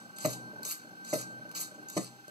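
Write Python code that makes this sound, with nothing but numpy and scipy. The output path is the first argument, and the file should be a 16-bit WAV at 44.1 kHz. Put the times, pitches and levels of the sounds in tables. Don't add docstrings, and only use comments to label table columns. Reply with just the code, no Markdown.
import sys
import numpy as np
from scipy import signal
from scipy.fft import rfft, irfft, next_fast_len
from scipy.io import wavfile

SR = 44100
rng = np.random.default_rng(int(sys.argv[2]) if len(sys.argv) > 2 else 0)


def int16_out(signal):
    q = np.round(np.clip(np.atleast_2d(signal).T, -1, 1) * 32767)
    wavfile.write(sys.argv[1], SR, q.astype(np.int16))


def natural_amplitude(level_db):
    exponent = np.asarray(level_db, float) / 20
    return 10 ** exponent


N = 101430
T = np.arange(N) / SR

# frequency in Hz, level in dB per Hz.
HISS = [(1200, 7.5), (2500, 1.5), (4000, 2.5), (6500, -1), (9000, -5), (12000, -9.5), (14500, -4),
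        (17000, -17)]
HISS_DB = -62.5

# frequency in Hz, level in dB per Hz.
RUMBLE = [(25, -8), (95, -26.5), (135, -6.5), (247, -2.5), (471, -13), (775, -12), (1190, -21.5),
          (1500, -19)]
# time in seconds, level in dB.
RUMBLE_LEVEL = [(0, 2), (.14, -1.5), (.35, 4.5), (.6, 3.5), (0.762, -4.5), (.9, -1), (1.3, 2.5),
                (1.55, 1.5), (1.7, -2), (2.0, 1), (2.2, -4.5), (2.3, -12.5)]
RUMBLE_DB, RUMBLE_PATCHY_DB = -56.5, 1.5

ROOM_T60_S, ROOM_DB, ROOM_TREBLE_DB, WALL_CUT_HZ = 0.19, -1.5, -6, 500
ROOM_ALIKE = 0.38
FRAME_ROOM_DB = -3.5

# time in seconds, peak level in dB.
WHINE = [(0, -49), (.15, -47), (.245, -44), (.275, -65), (.3, -45.5), (.5, -44.5), (.62, -41), (.72, -48.5),
         (.8, -46.5), (1.0, -45), (1.15, -44), (1.3, -43), (1.5, -43.5), (1.6, -46), (1.75, -48),
         (1.9, -44.5), (2.0, -63), (2.3, -47.5)]
# frequency in Hz, level in dB.
PARTNERS = [(796, -66.5), (4310, -69.5), (6265, -77.5)]
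# start in seconds, stop in seconds, flutter in Hz, depth (0 to 1).
TURNS = [
    (0, 0.15, 21.9, 1),
    (0.49, 0.696, 22.7, 1),
    (0.768, 0.995, 49.5, 0.6),
    (1.381, 1.57, 26.7, 1),
    (1.68, 1.87, 28, 1),
    (2.15, 2.29, 24.4, 1),
]
WHINE_HZ = 1552
CARRIER_LEFT = 0.5

# servo start in seconds, pen landing in seconds, servo stop in seconds.
LOWERINGS = [
    (.156, .2455, .335),
    (1.039, 1.1275, 1.215),
    (1.877, 1.9655, 2.062),
]
# whirr in dB, thud in dB.
LOWERING_LEVELS = [(-39.5, -22), (-39.5, -23.5), (-46, -22)]
# servo start in seconds, servo stop in seconds, whirr in dB.
LIFTS = [
    (-.12, -0.046, -39),
    (0.639, 0.726, -37.5),
    (1.541, 1.627, -36),
]

# frequency in Hz, level in dB, time to fade 60 dB in seconds.
FRAME = [(173.5, -14, 0.047), (208, -2, 0.039), (286.3, -16, 0.16), (366, -3.5, 0.034), (404, -5, 0.029),
         (459, -0.5, 0.067), (521, -10.5, 0.076), (580, 1.5, 0.071), (625, 0, 0.053), (660, -5.5, 0.026),
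         (874, -9.5, .03), (1910, 4, 0.0093), (1040, -7.5, 0.026), (1245, -7, 0.045)]
# frequency in Hz, level in dB, 60 dB fade in seconds.
TABLE_MODE = (126, -8, 0.63)
TABLE_DB = [2, 0.5, -3]
# delay in seconds, level in dB, brightness of the contact in Hz.
CONTACTS = [
    (.0008, -5, 380),
    (.0042, -3.5, 1100),
    (.0076, -8.5, 1100),
    (.0112, -7, 1200),
    (.0155, -4.5, 1500),
    (.0285, -19.5, 900),
    (.04, -12.5, 890),
]
REBOUND_DB = [-1.5, 0, -7]
# time in seconds, level in dB.
KNOCKS = [(.105, -76), (0.533, -43.5), (0.597, -46), (0.659, -45), (0.848, -50), (0.915, -53.5),
          (1.397, -49), (1.452, -46), (1.518, -54), (1.598, -50), (1.72, -46.5), (1.779, -47),
          (2.2811, -44.5)]
RATTLE_DB, RATTLE_RISE_S, RATTLE_HOLD_S, RATTLE_T60_S = -24, .001, .012, .04
FRAME_LOW_CUT_HZ = 112

# time in seconds, level in dB, 60 dB fade in seconds.
TICKS = [(0.185, -34, 0.016), (0.6311, -32.5, 0.0095), (0.635, -35, .015), (.651, -28, 0.023),
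         (.656, -44, 0.013), (0.6724, -35.5, 0.016), (0.704, -53, 0.016), (0.718, -56, 0.016),
         (1.492, -48, 0.0084), (1.5141, -34.5, 0.007), (1.524, -48, .008), (1.5555, -50, 0.017),
         (1.885, -39.5, .03), (1.899, -34, 0.022), (2.2809, -38.5, 0.0062)]
# frequency in Hz, width in Hz, level in dB.
CASE = [(1118, 410, -6.5), (2100, 4300, -7.5), (3744, 195, -0.5), (4380, 1300, -0.5), (5880, 290, 0),
        (6643, 1000, 4.5), (7950, 480, 0), (8630, 840, 2.5)]
# frequency in Hz, width in Hz, level in dB.
CASE_TOP = [(11140, 2800, -11.5), (11110, 1180, -0.5), (12870, 1800, -7.5), (12500, 1700, -25),
            (14900, 510, -11.5)]
TEETH_PER_S, TEETH_SPREAD_DB, WHIRR_FLICKER_DB = 5700, -1, -1.5
BRIGHT_FOLLOWS, BRIGHT_LIFT_DB, BRIGHT_LOWER_DB = 1.98, 4.5, -1.5
ATTACK_S, RELEASE_S, RELEASE_DB, TAIL_S, TAIL_DB = .009, 0.038, -15, 0.069, -25
FREE_RUN_DB, START_SURGE_DB, SURGE_HOLD_S = -6.5, 3, 0.012
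DIP_S, DIP_DB, APPROACH_S, APPROACH_DB = .006, -7, 0.035, 3
LANDING_SURGE_DB, AFTER_LANDING_DB = 1, 0.5
SURGE_S, MID_SAG_DB, END_SURGE_DB = .022, -1.5, 2
CRACK_DELAY_S, CRACK_SETTLE_S, CRACK_T60_S, CRACK_RISE_DB_PER_S = .014, .006, .02, 500
CRACK_DB, CRACK_TOP_DB = -7.5, -3.5
TICK_AIR_DB, TICK_AIR_HZ = -6, 4000

# frequency in Hz, lag in half turns.
PORT_PHASE = [(80, 1), (120, .1), (300, .15), (600, .2), (880, 0), (1300, .45), (1550, .88), (1680, .97),
              (1850, 1.04), (2205, 1.5), (9600, 9.9), (10150, 10), (10400, 9), (10900, 9), (11300, 8.6),
              (11550, 8.2), (12300, 8), (12650, 7.6), (13150, 7.5), (13350, 6.6), (14100, 6.6), (14300, 7),
              (14500, 6)]
LOW_CUT_HZ, CUTOFF_HZ = 40, 15800


def rms_one(x):
    return x / np.sqrt(np.mean(x ** 2) + 1e-20)


def follow(table):
    return np.interp(T, *np.transpose(table))


def cut(x, order, hz, kind="low"):
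    return signal.sosfilt(signal.butter(order, hz, kind, fs=SR, output="sos"), x)


def drift(rate):
    r = np.exp(-20 * np.pi * rate / SR)
    noise = rng.standard_normal(N // 10 + 4002)
    slow = signal.lfilter([1], [1, -2 * r, r * r], noise)[4000:]
    return np.interp(np.arange(N) / 10, np.arange(len(slow)), rms_one(slow - slow.mean()))


def banded_noise(spectrum, patchy_db):
    hz, db = np.transpose(spectrum)
    out, white, shared = 0, rng.standard_normal((2, N)), drift(21.0)
    edges = np.geomspace(hz[0], hz[-1], int(3 * np.log2(hz[-1] / hz[0])))
    for k, (low, high) in enumerate(zip(edges, edges[1:])):
        band = cut(white[k % 2], 2, [low, high], "band")
        level = np.interp(np.log(low * high) / 2, np.log(hz), db)
        out = out + band * natural_amplitude(level + patchy_db * (0.11 * shared + drift(14.8)))
    return rms_one(out)


def hiss():
    return natural_amplitude(HISS_DB) * banded_noise(HISS, 0.39)


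def rumble():
    return natural_amplitude(RUMBLE_DB + follow(RUMBLE_LEVEL)) * banded_noise(RUMBLE, RUMBLE_PATCHY_DB)


def room(x):
    t = np.arange(int(.4 * SR)) / SR
    tail = rng.standard_normal((2, len(t))) * natural_amplitude(-60 * t / ROOM_T60_S) * (t > .004)
    tail[1] = ROOM_ALIKE * tail[0] + np.sqrt(1 - ROOM_ALIKE ** 2) * tail[1]
    tail = tail / np.sqrt(np.sum(tail[0] ** 2))
    tail = cut(tail, 1, WALL_CUT_HZ) + natural_amplitude(ROOM_TREBLE_DB) * tail
    return natural_amplitude(ROOM_DB) * signal.fftconvolve(x[None], tail, axes=1)[:, :N]


def drivers():
    throb = 1
    for start, stop, hz, depth in TURNS:
        on = np.clip(np.minimum(T - start, stop - T) / 0.034, 0, 1)
        phase = 2 * np.pi * hz * (T - start) + 1.16 * drift(6.6)
        throb = throb + on * (CARRIER_LEFT - 1 + depth * np.sin(phase) + 0.11 * np.cos(2 * phase))
    out = natural_amplitude(follow(WHINE)) * throb * np.sin(2 * np.pi * WHINE_HZ * T + 0.66 * drift(8.4))
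    for hz, db in PARTNERS:
        out = out + natural_amplitude(db + 2.5 * drift(6.)) * np.sin(2 * np.pi * hz * T + .8 * drift(12.))
    return out


def lowerings():
    return np.hstack([LOWERINGS, LOWERING_LEVELS])


def ring(clicks, hz, t60):
    r, w = natural_amplitude(-60 / (t60 * SR)), 2 * np.pi * hz / SR
    return signal.lfilter([0, np.sin(w)], [1, -2 * r * np.cos(w), r * r], clicks + 1e-18)


def landing_blows():
    blows, table = 0, None
    for k, (delay, db, hz) in enumerate(CONTACTS):
        clicks = np.zeros(N)
        for (_, land, _, _, thud_db), rebound_db in zip(lowerings(), REBOUND_DB):
            clicks[int((land + delay) * SR)] = -natural_amplitude(thud_db + db - 8 + rebound_db * (k > 1))
        blows = blows + cut(clicks + 1e-18, 2, hz)
        if k == 0:
            mode_hz, mode_db, mode_t60 = TABLE_MODE
            strength = natural_amplitude(np.interp(T, np.array(LOWERINGS)[:, 1], TABLE_DB))
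            table = natural_amplitude(mode_db) * ring(blows * strength, mode_hz, mode_t60)
    return blows, table


def frame():
    blows, table = landing_blows()
    push, knocks = 0, np.zeros(N)
    for _, land, _, _, db in lowerings():
        fade = 60 * np.maximum(T - land - RATTLE_HOLD_S, 0) / RATTLE_T60_S
        push = push + np.clip((T - land) / RATTLE_RISE_S, 0, 1) * natural_amplitude(db + RATTLE_DB - fade)
    for s, db in KNOCKS:
        knocks[int(s * SR)] = natural_amplitude(db - 7.5)
    knocks = cut(knocks + 1e-18, 2, 900)
    rattle = push * (rng.random(N) < 4000 / SR) * rng.standard_normal((2, N))
    rings = 0
    for k, (hz, db, t60) in enumerate(FRAME):
        hit = rattle[k % 2] + blows + knocks * min(1, hz / 500)
        rings = rings + natural_amplitude(db) * ring(hit, hz, t60)
    return cut(rings + table, 5, FRAME_LOW_CUT_HZ, "high")


def resonate(x, table, flicker_db):
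    out = 0
    for k, (hz, width, db) in enumerate(table):
        r = np.exp(-np.pi * width / SR)
        b = (1 - r * r) / 2 * np.array([1, 0, -1])
        a = [1, -2 * r * np.cos(2 * np.pi * hz / SR), r * r]
        rung = signal.lfilter(b, a, signal.lfilter(b, a, x))
        out = out + (-1) ** k * natural_amplitude(db + flicker_db * drift(23.4)) * rung
    return out


def effort(points):
    start, stop = points[0][0], points[-1][0]
    end = stop + RELEASE_S
    rows = [(start - ATTACK_S, -32)] + points
    rows += [(end, RELEASE_DB), (end + TAIL_S, TAIL_DB), (stop + .5, -70)]
    return np.interp(T, *np.transpose(rows), left=-90)


def servo_moves():
    moves = []
    for start, land, stop, db, _ in lowerings():
        surge_end, crack = start + SURGE_HOLD_S, land + CRACK_DELAY_S
        points = [(start + ATTACK_S, FREE_RUN_DB + START_SURGE_DB),
                  (surge_end, FREE_RUN_DB + START_SURGE_DB),
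                  (surge_end + DIP_S, FREE_RUN_DB + DIP_DB),
                  (land - APPROACH_S, FREE_RUN_DB + APPROACH_DB),
                  (land, FREE_RUN_DB + 6.5),
                  (crack, LANDING_SURGE_DB),
                  (crack + CRACK_SETTLE_S, AFTER_LANDING_DB),
                  (stop, 0)]
        moves.append((effort(points), db, BRIGHT_LOWER_DB))
    for start, stop, db in LIFTS:
        points = [(start + ATTACK_S, 0), (start + SURGE_S, 0), ((start + stop) / 2, MID_SAG_DB),
                  (stop - SURGE_S / 2, END_SURGE_DB), (stop, 0)]
        moves.append((effort(points), db, BRIGHT_LIFT_DB))
    return moves


def servo():
    moves = servo_moves()
    hits = rng.random(N) < TEETH_PER_S / SR
    sizes = natural_amplitude(TEETH_SPREAD_DB * np.minimum(rng.exponential(1, N), 4))
    teeth = hits * sizes * rng.choice([-1, 1], N)
    teeth = rms_one(teeth) * natural_amplitude(WHIRR_FLICKER_DB * drift(130.0))
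    low = sum(natural_amplitude(shape + db) for shape, db, _ in moves)
    top = sum(natural_amplitude(BRIGHT_FOLLOWS * shape + db + bright) for shape, db, bright in moves)
    ticks = 0
    for s, db, t60 in TICKS:
        ticks = ticks + (T >= s) * natural_amplitude(db - 60 * np.maximum(T - s, 0) / t60)
    snaps = natural_amplitude(TICK_AIR_DB) * cut(ticks * rng.standard_normal(N), 2, TICK_AIR_HZ, "high")
    for _, land, _, _, db in lowerings():
        late = T - land - CRACK_DELAY_S
        below_peak = np.maximum(-CRACK_RISE_DB_PER_S * late, 60 * late / CRACK_T60_S)
        ticks = ticks + (T >= land) * natural_amplitude(db + CRACK_DB - below_peak)
    ticks = ticks * rng.standard_normal(N)
    case = resonate(teeth * low + ticks, CASE, 2.3)
    case_top = resonate(teeth * top + natural_amplitude(CRACK_TOP_DB) * ticks, CASE_TOP, 5.2)
    return natural_amplitude(2) * (case + case_top) + snaps


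def scene():
    body = frame() + rumble()
    air = servo() + hiss()
    return air + body + room(air + natural_amplitude(FRAME_ROOM_DB) * body) + drivers()


def low_pass(x):
    return signal.sosfilt(signal.butter(12, 16430, fs=SR, output="sos"), x)


def record(dry):
    size = next_fast_len(N + 4096)
    hz = np.arange(size // 2 + 1) * SR / size
    lag = np.pi * np.interp(hz, *np.transpose(PORT_PHASE))
    left = irfft(rfft(dry[0], size) * np.exp(-1j * lag), size)[:N]
    mix = cut(np.array([left, dry[1]]), 2, LOW_CUT_HZ, "high")
    mix = cut(mix, 10, CUTOFF_HZ)
    mix = signal.sosfilt(signal.cheby2(12, 70, CUTOFF_HZ + 700, fs=SR, output="sos"), mix)
    return low_pass(mix)


dry = scene()
out = record(dry)
int16_out(out)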